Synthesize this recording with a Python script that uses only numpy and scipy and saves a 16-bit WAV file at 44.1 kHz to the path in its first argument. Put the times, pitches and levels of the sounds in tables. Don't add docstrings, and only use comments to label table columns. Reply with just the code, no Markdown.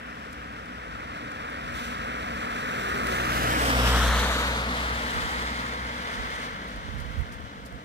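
import sys
import numpy as np
from scipy import signal
from scipy.fft import rfft, irfft, next_fast_len
from scipy.io import wavfile
from scipy.ndimage import map_coordinates

SR = 44100
rng = np.random.default_rng(int(sys.argv[2]) if len(sys.argv) > 2 else 0)


def gain_from_db(level_db):
    decades = np.asarray(level_db, float) / 20
    return 10 ** decades


def to_wav(s):
    ch = np.atleast_2d(s).T
    pcm = np.round(np.clip(ch, -1, 1) * 32767)
    wavfile.write(sys.argv[1], SR, pcm.astype(np.int16))


N = 345920
SIZE = next_fast_len(N, real=True)
HZ = np.maximum(np.fft.rfftfreq(SIZE, 1 / SR), 1)
TIME = np.arange(N) / SR

# [f/Hz, level/dB per Hz]
RUMBLE_COLOUR = [(22, -45), (40, -2), (65, 2), (110, -4), (180, -0.5), (250, 0), (310, -5.5), (370, -13.5),
                 (450, -49)]
ROLL_COLOUR = [(280, -70), (370, -12), (430, -2.5), (500, 1), (590, -2.5), (700, -3), (820, -13), (950, -4),
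               (1200, -59)]
HISS_COLOUR = [(600, -15), (820, -8), (1000, -4.5), (1300, -1), (1700, -4), (2000, -6), (2500, -12),
               (3200, -22.5), (4200, -48.5)]
SPRAY_COLOUR = [(1600, -32), (2300, -1.5), (3000, -1), (4000, -4), (5500, -10.5), (7000, -20.5),
                (9500, -42.5)]
MIST_COLOUR = [(4000, -25), (6000, -1), (8000, -2), (10000, -8.5), (12000, -19)]
FINEST_MIST_COLOUR = [(8000, -45), (10500, 3), (12000, 4), (14000, -3.5), (16000, 3)]
# [t/s, level/dB]
FILM = [(0, -1), (.6, -1), (1.2, 0), (1.8, 1), (2.4, .5), (2.9, 1), (3.45, 0.5), (3.85, 0.5), (4.2, 1),
        (4.45, -0.5), (4.65, -2), (5.0, 0), (5.3, 2), (5.7, 0.5), (6.42, 1.5), (6.6, -2), (7.3, -3.5),
        (7.84, -7)]
# [t/s, length/s, extra water level/dB]
PUDDLES = [
    (1.744, 0.13, 8.5),
    (1.877, 0.062, 5),
    (3.05, 0.12, 2),
    (3.326, 0.14, 2.5),
    (4.174, .1, 1),
    (4.317, 0.099, 2.5),
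    (6.1, 0.066, 2.5),
    (6.417, 0.076, 2),
]
# [t/s, level/dB]
TYRE_CAVITY = [(0, -51), (1.3, -53), (1.8, -44.5), (2.5, -40), (2.95, -41), (3.3, -46), (3.9, -56),
               (4.4, -39), (5.9, -45), (7.84, -61.5)]
# [t/s, f/Hz, level/dB]
ROAD_HUMP = [(0, 430, -73.5), (2.6, 430, -52), (3.0, 390, -39.5), (3.3, 330, -43.5), (3.6, 270, -33.5),
             (3.9, 230, -36), (4.2, 215, -38), (4.6, 210, -47.5), (7.84, 210, -55.5)]
# [t/s, level/dB]
EXHAUST = [(0, -50), (1.05, -52.5), (1.65, -49), (2.36, -45), (2.67, -59), (2.86, -40.5), (3.3, -37.5),
           (3.65, -32.5), (3.86, -22.5), (4.11, -23.5), (4.33, -31.5), (5.0, -37), (5.13, -46), (5.45, -38),
           (5.65, -45), (5.8, -40.5), (6.5, -48), (7.0, -40)]
# [t/s, level/dB]
SECOND_ORDER = [(0, -65), (2.9, -56), (3.2, -44), (3.47, -36.5), (3.62, -42.5), (3.86, -32), (4.15, -43),
                (4.6, -49), (7.0, -57)]
# [f/Hz, level/dB]
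SCATTER = [(60, -26), (300, -15), (1000, -12), (2500, -5.5), (4500, -2), (7000, 1), (11000, 6), (16000, 8)]
# [bearing/deg, left echo 0-1, right echo 0-1,
# treble left-right level/dB, scattered level/dB]
HOUSING = [(-84, 0.36, .04, 8, 5), (-79, 0.15, 0.02, -1.5, -2.5), (-56, 0.02, .02, -6.5, -2.5),
           (-43, 0.2, 0, -6, 0.5), (-10, 0.4, 0.6, -5, 4.5), (13, 0.77, 0.65, -1, 5.5),
           (55, 0.27, 0.34, 1.5, 4), (69.5, 0.13, 0.9, 9.5, 3), (73.5, 0.26, 0.4, 1.8, 2.1),
           (81.5, 0, 0.54, 4, 3.5)]
# [f/Hz, level/dB]
LEFT_ECHO = [(500, -20), (1500, -21), (2500, 2), (6000, 4.5), (9000, -28), (16000, -14)]
RIGHT_ECHO = [(500, -14), (1500, -16), (2500, 0.5), (6000, -8), (10000, 5), (16000, -27)]
# [t/s, peak level/dB, left-right level/dB]
STEPS = [
    (0.9994, -53, 0.5),
    (6.3494, -42, -2),
    (6.678, -46, 0.5),
    (6.9815, -47.5, 0.5),
    (6.999, -41, 0.5),
    (7.32, -42, 0.0),
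    (7.335, -50, 10.5),
    (7.65, -45, 0.5),
    (7.658, -43, 2),
]
# [t/s, peak
# level/dB, left-right level/dB]
TICKS = [(0.3094, -48, 3.5), (0.3267, -40, 5), (0.331, -40, 3), (0.5222, -48, -2.0), (0.6569, -44, 2.0),
         (1.3179, -40, 3.0), (1.4994, -41, -1.0), (3.069, -26, -6), (6.4494, -48, 0.5), (6.643, -46, 4.5),
         (6.704, -46, 1.5), (6.761, -40, 0.5), (7.405, -49, 0.5), (7.7244, -47, -5)]
# [f/Hz, level/dB per Hz]
GRIT_COLOUR = [(2000, -25), (4500, 4), (7000, -2), (9500, -2), (11500, -4), (13000, -6), (16000, -9)]
# [t/s, half length/s, level/dB, port 0 left 1 right]
GUSTS = [(0.965, 0.074, -49, 0), (1.38, .05, -58, 0), (1.72, 0.088, -43, 0), (2.051, 0.088, -56, 0),
         (2.622, 0.073, -49, 0), (3.42, .1, -39.5, 0), (4.093, 0.094, -32, 0), (5.224, 0.071, -35, 1),
         (5.38, 0.057, -46, 0), (6.21, 0.044, -34, 1), (6.347, 0.038, -39, 1), (6.548, 0.055, -51, 1),
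         (6.907, 0.13, -33.5, 1), (6.998, 0.027, -24.5, 1), (7.06, 0.022, -32, 1), (6.947, 0.033, -37, 1),
         (7.13, 0.034, -31, 1), (7.2, 0.034, -24.5, 1), (7.298, 0.075, -40, 1), (7.38, 0.12, -38, 0),
         (7.617, 0.049, -42.5, 1), (7.749, 0.027, -31.5, 1)]
# [f/Hz, level/dB per Hz]
WIND_COLOUR = [(22, -45), (40, 9.5), (65, 9), (110, 1), (180, -7), (300, -50.5)]
DRIZZLE_COLOUR = [(2500, -25), (5000, -1), (8000, 2), (11000, -9), (16000, -14)]
TOWN_COLOUR = [(200, -30), (450, 4), (800, -1), (1500, -6), (2500, -29.5)]

# (level/dB when closest, share of the spreading loss, extra dB sideways,
# extra dB to the rear, share of the film)
ROLL, HISS = (-35.5, 0.8, 2.5, -0.06, 0.17), (-27, 0.9878, -5, -0.1, 0.97)
SPRAY, MIST = (-33, 1.09, -3, 1.87, 1.07), (-41, 1.58, -5, 1.5, 1.93)
BODY = (-36.5, 0.76, -1.5, -0.9, -0.3)
TREAD_REAR, TREAD_REAR_HZ = (-38, 1.01, -16, 11, 1.8), 2111
TREAD_FRONT, TREAD_FRONT_HZ = (-43.5, 1.3, 5, -7.5, 1), 720

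SPEED_OVER_GAP = 2.0
FRONT_LEVEL_S, MIST_LEVEL_S, WHEELS_LEVEL_S = 3.76, 3.73, 3.88
SPRAY_LEVEL_S, SPRAY_SWEEP = 3.7, .83
PUDDLE_EDGE_S = 0.051
FINEST_REAR_DB = -3.5
CAVITY_HZ = 239.3
FIRING_HZ, DOPPLER_HZ, SAG_FROM_S, SAG_HZ_PER_S = 61.16, 0.302, 6.15, 21.2
PAIR_TURN_DEG, PAIR_MS, PAN_DB = 32, .5, 1.1
SHORT_WAY_MS = .6
BEND_HZ, OVER_HZ = 2450, 4500
CREEP_MS, CREEP_FROM_DEG, CREEP_TO_DEG, BASS_CREEP = .285, 62, 74, .05
ECHO_TURNS = .05, .19
# (ahead/ms, change per ms of lag, least/ms, most/ms)
LEFT_ECHO_MS, RIGHT_ECHO_MS = (.41, .28, .28, .455), (.31, -.25, .26, .38)
STEP_DECAY_S, TICK_DECAY_S = 0.011, .0025
STATION_HZ, STATION_DB = 295.5, -54.5
DRIZZLE_DB, TOWN_DB = -67, -65.5
BASS_CUT_HZ, TOP_CUT_HZ = 38, 15950


def tyres():
    roll_db, hiss_db, spray_db = [heard_db(source) for source in (ROLL, HISS, SPRAY)]
    splash_db = splashes()
    spray_db = spray_db + 0.6 * splash_db
    mist_db = heard_db(MIST, MIST_LEVEL_S) + splash_db
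    film = 0.56 * drift(4.0) + 0.56 * drift(33)
    finest_db = mist_db - 3 + .35 * (mist_db + 40)
    finest_db = finest_db + FINEST_REAR_DB * np.sin(bearing(MIST_LEVEL_S)) + 4.0
    fine, coarse = droplets(2.4), droplets(4.25)
    roll = layer(coarse, ROLL_COLOUR, roll_db + .5 * drift(2.4))
    hiss = layer(fine, HISS_COLOUR, hiss_db + 4.0 + 0.57 * drift(4.3))
    spray = layer(coarse, SPRAY_COLOUR, spray_db + film)
    mist = layer(fine, MIST_COLOUR, mist_db + 0.67 + 1.7 * film)
    finest = layer(coarse, FINEST_MIST_COLOUR, finest_db + 1.4 * film)
    return roll + hiss + spray + mist + finest


def splashes():
    total_db = np.zeros(N)
    for s, length, db in PUDDLES:
        inside_s = np.minimum(TIME - s, s + length - TIME)
        total_db += db * np.clip(inside_s / PUDDLE_EDGE_S + .5, 0, 1)
    return total_db


def tread():
    rear = wavering(np.full(N, TREAD_REAR_HZ), heard_db(TREAD_REAR), width_hz=240)
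    front = wavering(np.full(N, TREAD_FRONT_HZ), heard_db(TREAD_FRONT), width_hz=86)
    return rear + front


def rumble():
    paths = layer(rng.standard_normal((3, N)), RUMBLE_COLOUR, heard_db(BODY) + 1.9 + 0.18 * drift(11))
    cavity_db, = in_time(TYRE_CAVITY)
    paths[0] += wavering(np.full(N, CAVITY_HZ), cavity_db - 2.5, width_hz=10.2)
    paths[0] += wavering(*in_time(ROAD_HUMP), width_hz=34)
    return paths


def exhaust():
    first_db, = in_time(EXHAUST)
    second_db, = in_time(SECOND_ORDER)
    hz = FIRING_HZ - DOPPLER_HZ * np.sin(bearing(WHEELS_LEVEL_S))
    hz -= SAG_HZ_PER_S * np.maximum(TIME - SAG_FROM_S, 0)
    far = np.clip((-36.5 - first_db) / 12, 0, 1)
    phase = 2 * np.pi * np.cumsum(hz + 4.03 * far * drift(10.1)) / SR
    first = gain_from_db(first_db + 0.57 * drift(9.5)) * np.sin(phase)
    second = gain_from_db(second_db + 0.79 * drift(18)) * np.sin(2 * phase)
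    third = gain_from_db(second_db - 7 + 1.4 * drift(2.1)) * np.sin(3 * phase)
    fade = np.clip((6.98 - TIME) / 0.2, 0, 1) * gain_from_db(far * 2.0 * drift(6.8))
    return np.sqrt(2) * fade * (first + second + third)


def footsteps():
    return grit_bursts(STEPS, STEP_DECAY_S)


def short_ticks():
    return grit_bursts(TICKS, TICK_DECAY_S)


def grit_bursts(events, decay_s):
    shape, age = np.zeros((2, N)), TIME[:SR // 10]
    burst = (1 - np.exp(-age / (.2 * decay_s))) * np.exp(-age / decay_s)
    for s, db, pan_db in events:
        at = round(s * SR)
        gain = gain_from_db(db - 4.5 + np.array([[pan_db], [-pan_db]]) / 2)
        shape[:, at:at + len(age)] += gain * burst[:N - at]
    return shape * rms_one(coloured(rng.standard_normal((2, N)), response(GRIT_COLOUR)))


def wind():
    shape = np.full((2, N), gain_from_db(-60.0))
    for s, half, db, side in GUSTS:
        shape[round(side)] += gain_from_db(db) * np.exp(-((TIME - s) / half) ** 2)
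    lumps = gain_from_db(2.5 * np.array([drift(18), drift(18)]))
    return shape * rms_one(lumps * coloured(rng.standard_normal((2, N)), response(WIND_COLOUR)))


def station_hum():
    return gain_from_db(STATION_DB + 2.7 * drift(1.9)) * np.sin(2 * np.pi * STATION_HZ * TIME)


def night():
    drizzle = rms_one(coloured(rng.standard_normal((2, N)), response(DRIZZLE_COLOUR)))
    town = rms_one(coloured(rng.standard_normal((2, N)), response(TOWN_COLOUR)))
    return gain_from_db(DRIZZLE_DB) * drizzle + gain_from_db(TOWN_DB) * town


def microphones(paths):
    angle = bearing(FRONT_LEVEL_S)
    degrees, *columns = np.transpose(HOUSING)
    left_share, right_share, tilt_db, wet_db = [np.interp(np.degrees(angle), degrees, c) for c in columns]
    lag = pair_lag(angle)
    left_ms, right_ms = [np.clip(ms + slope * lag, least, most)
                         for ms, slope, least, most in (LEFT_ECHO_MS, RIGHT_ECHO_MS)]
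    scatter = response(SCATTER)
    share = 1 / np.sqrt(1 + scatter ** 2)
    direct = coloured(paths[0], share)
    wet = gain_from_db(wet_db) * coloured(paths[1:], scatter * share)
    left = port(left_arrival(direct, angle) + wet[0], LEFT_ECHO, ECHO_TURNS[0], left_ms, left_share, tilt_db / 2)
    right = port(direct + wet[1], RIGHT_ECHO, ECHO_TURNS[1], right_ms, right_share, -tilt_db / 2)
    return np.array([left, right]) * gain_from_db([[PAN_DB / 2], [-PAN_DB / 2]])


def left_arrival(direct, angle):
    behind = np.clip((np.degrees(angle) - CREEP_FROM_DEG) / (CREEP_TO_DEG - CREEP_FROM_DEG), 0, 1)
    treble_ms = pair_lag(bearing(SPRAY_LEVEL_S, SPRAY_SWEEP))
    treble_ms = np.where(treble_ms > 0, treble_ms, SHORT_WAY_MS * np.tanh(treble_ms / SHORT_WAY_MS))
    low, below_top = coloured(direct, 1 / (1 + (HZ / np.array([[BEND_HZ], [OVER_HZ]])) ** 12))
    creeping = behind * (below_top - low)
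    bass = delayed(low, pair_lag(angle) * (1 + BASS_CREEP * behind))
    treble = delayed(direct - low - creeping, treble_ms)
    return bass + treble + delayed(creeping, treble_ms - CREEP_MS)


def pair_lag(angle):
    return PAIR_MS * np.sin(np.minimum(np.radians(PAIR_TURN_DEG) - angle, np.pi / 2))


def port(x, echo, turns, echo_ms, share, tilt_db):
    bent = coloured(x, response(echo) * np.exp(-2j * np.pi * turns))
    x = x - share * delayed(bent, echo_ms, order=1)
    top = signal.sosfilt(signal.butter(1, 5000, "high", fs=SR, output="sos"), x)
    return x + (gain_from_db(tilt_db) - 1) * top


def bearing(level_s, sweep=1):
    return np.arctan(sweep * SPEED_OVER_GAP * (TIME - level_s))


def heard_db(source, level_s=WHEELS_LEVEL_S):
    db, spreading, side_db, rear_db, wet = source
    angle = bearing(level_s)
    distance_db = spreading * 20 * np.log10(np.cos(angle))
    direction_db = side_db * np.cos(angle) ** 2 + rear_db * np.sin(angle)
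    return db + distance_db + direction_db + wet * in_time(FILM)[0]


def droplets(spread_db):
    size = np.minimum(rng.exponential(1, (3, N)), 5)
    return rng.standard_normal((3, N)) * gain_from_db(spread_db * size)


def layer(source, colour, level_db):
    return rms_one(coloured(source, response(colour))) * gain_from_db(level_db)


def wavering(hz, db, width_hz):
    phase = 2 * np.pi * np.cumsum(hz) / SR
    return gain_from_db(db) * (drift(width_hz) * np.sin(phase) + drift(width_hz) * np.cos(phase))


def drift(rate):
    r = np.exp(-80 * np.pi * rate / SR)
    slow = signal.lfilter([1], [1, -2 * r, r * r], rng.standard_normal(N // 40 + 2002))[2000:]
    return np.interp(np.arange(N) / 40, np.arange(len(slow)), rms_one(slow))


def delayed(x, ms, order=3):
    return map_coordinates(x, [np.arange(N) - ms * SR / 1000], order=order, mode="nearest")


def rms_one(x):
    return x / np.sqrt(np.mean(x ** 2) + 1e-20)


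def in_time(rows):
    s, *columns = np.transpose(rows)
    return [np.interp(TIME, s, c) for c in columns]


def response(points):
    hz, db = np.transpose(points)
    return gain_from_db(np.interp(np.log(HZ), np.log(hz), db))


def coloured(x, gain):
    return irfft(rfft(x, SIZE) * gain, SIZE)[..., :N]


def scene():
    car = tyres() + rumble()
    car[0] += tread() + exhaust()
    return microphones(car) + footsteps() + short_ticks() + wind() + station_hum() + night()


def low_pass(x):
    return signal.sosfilt(signal.butter(12, 16020, fs=SR, output="sos"), x)


def record(dry):
    mix = signal.sosfilt(signal.butter(2, BASS_CUT_HZ, "high", fs=SR, output="sos"), dry)
    mix = signal.sosfilt(signal.cheby2(16, 50, TOP_CUT_HZ, fs=SR, output="sos"), mix)
    return low_pass(mix)


dry = scene()
out = record(dry)
to_wav(out)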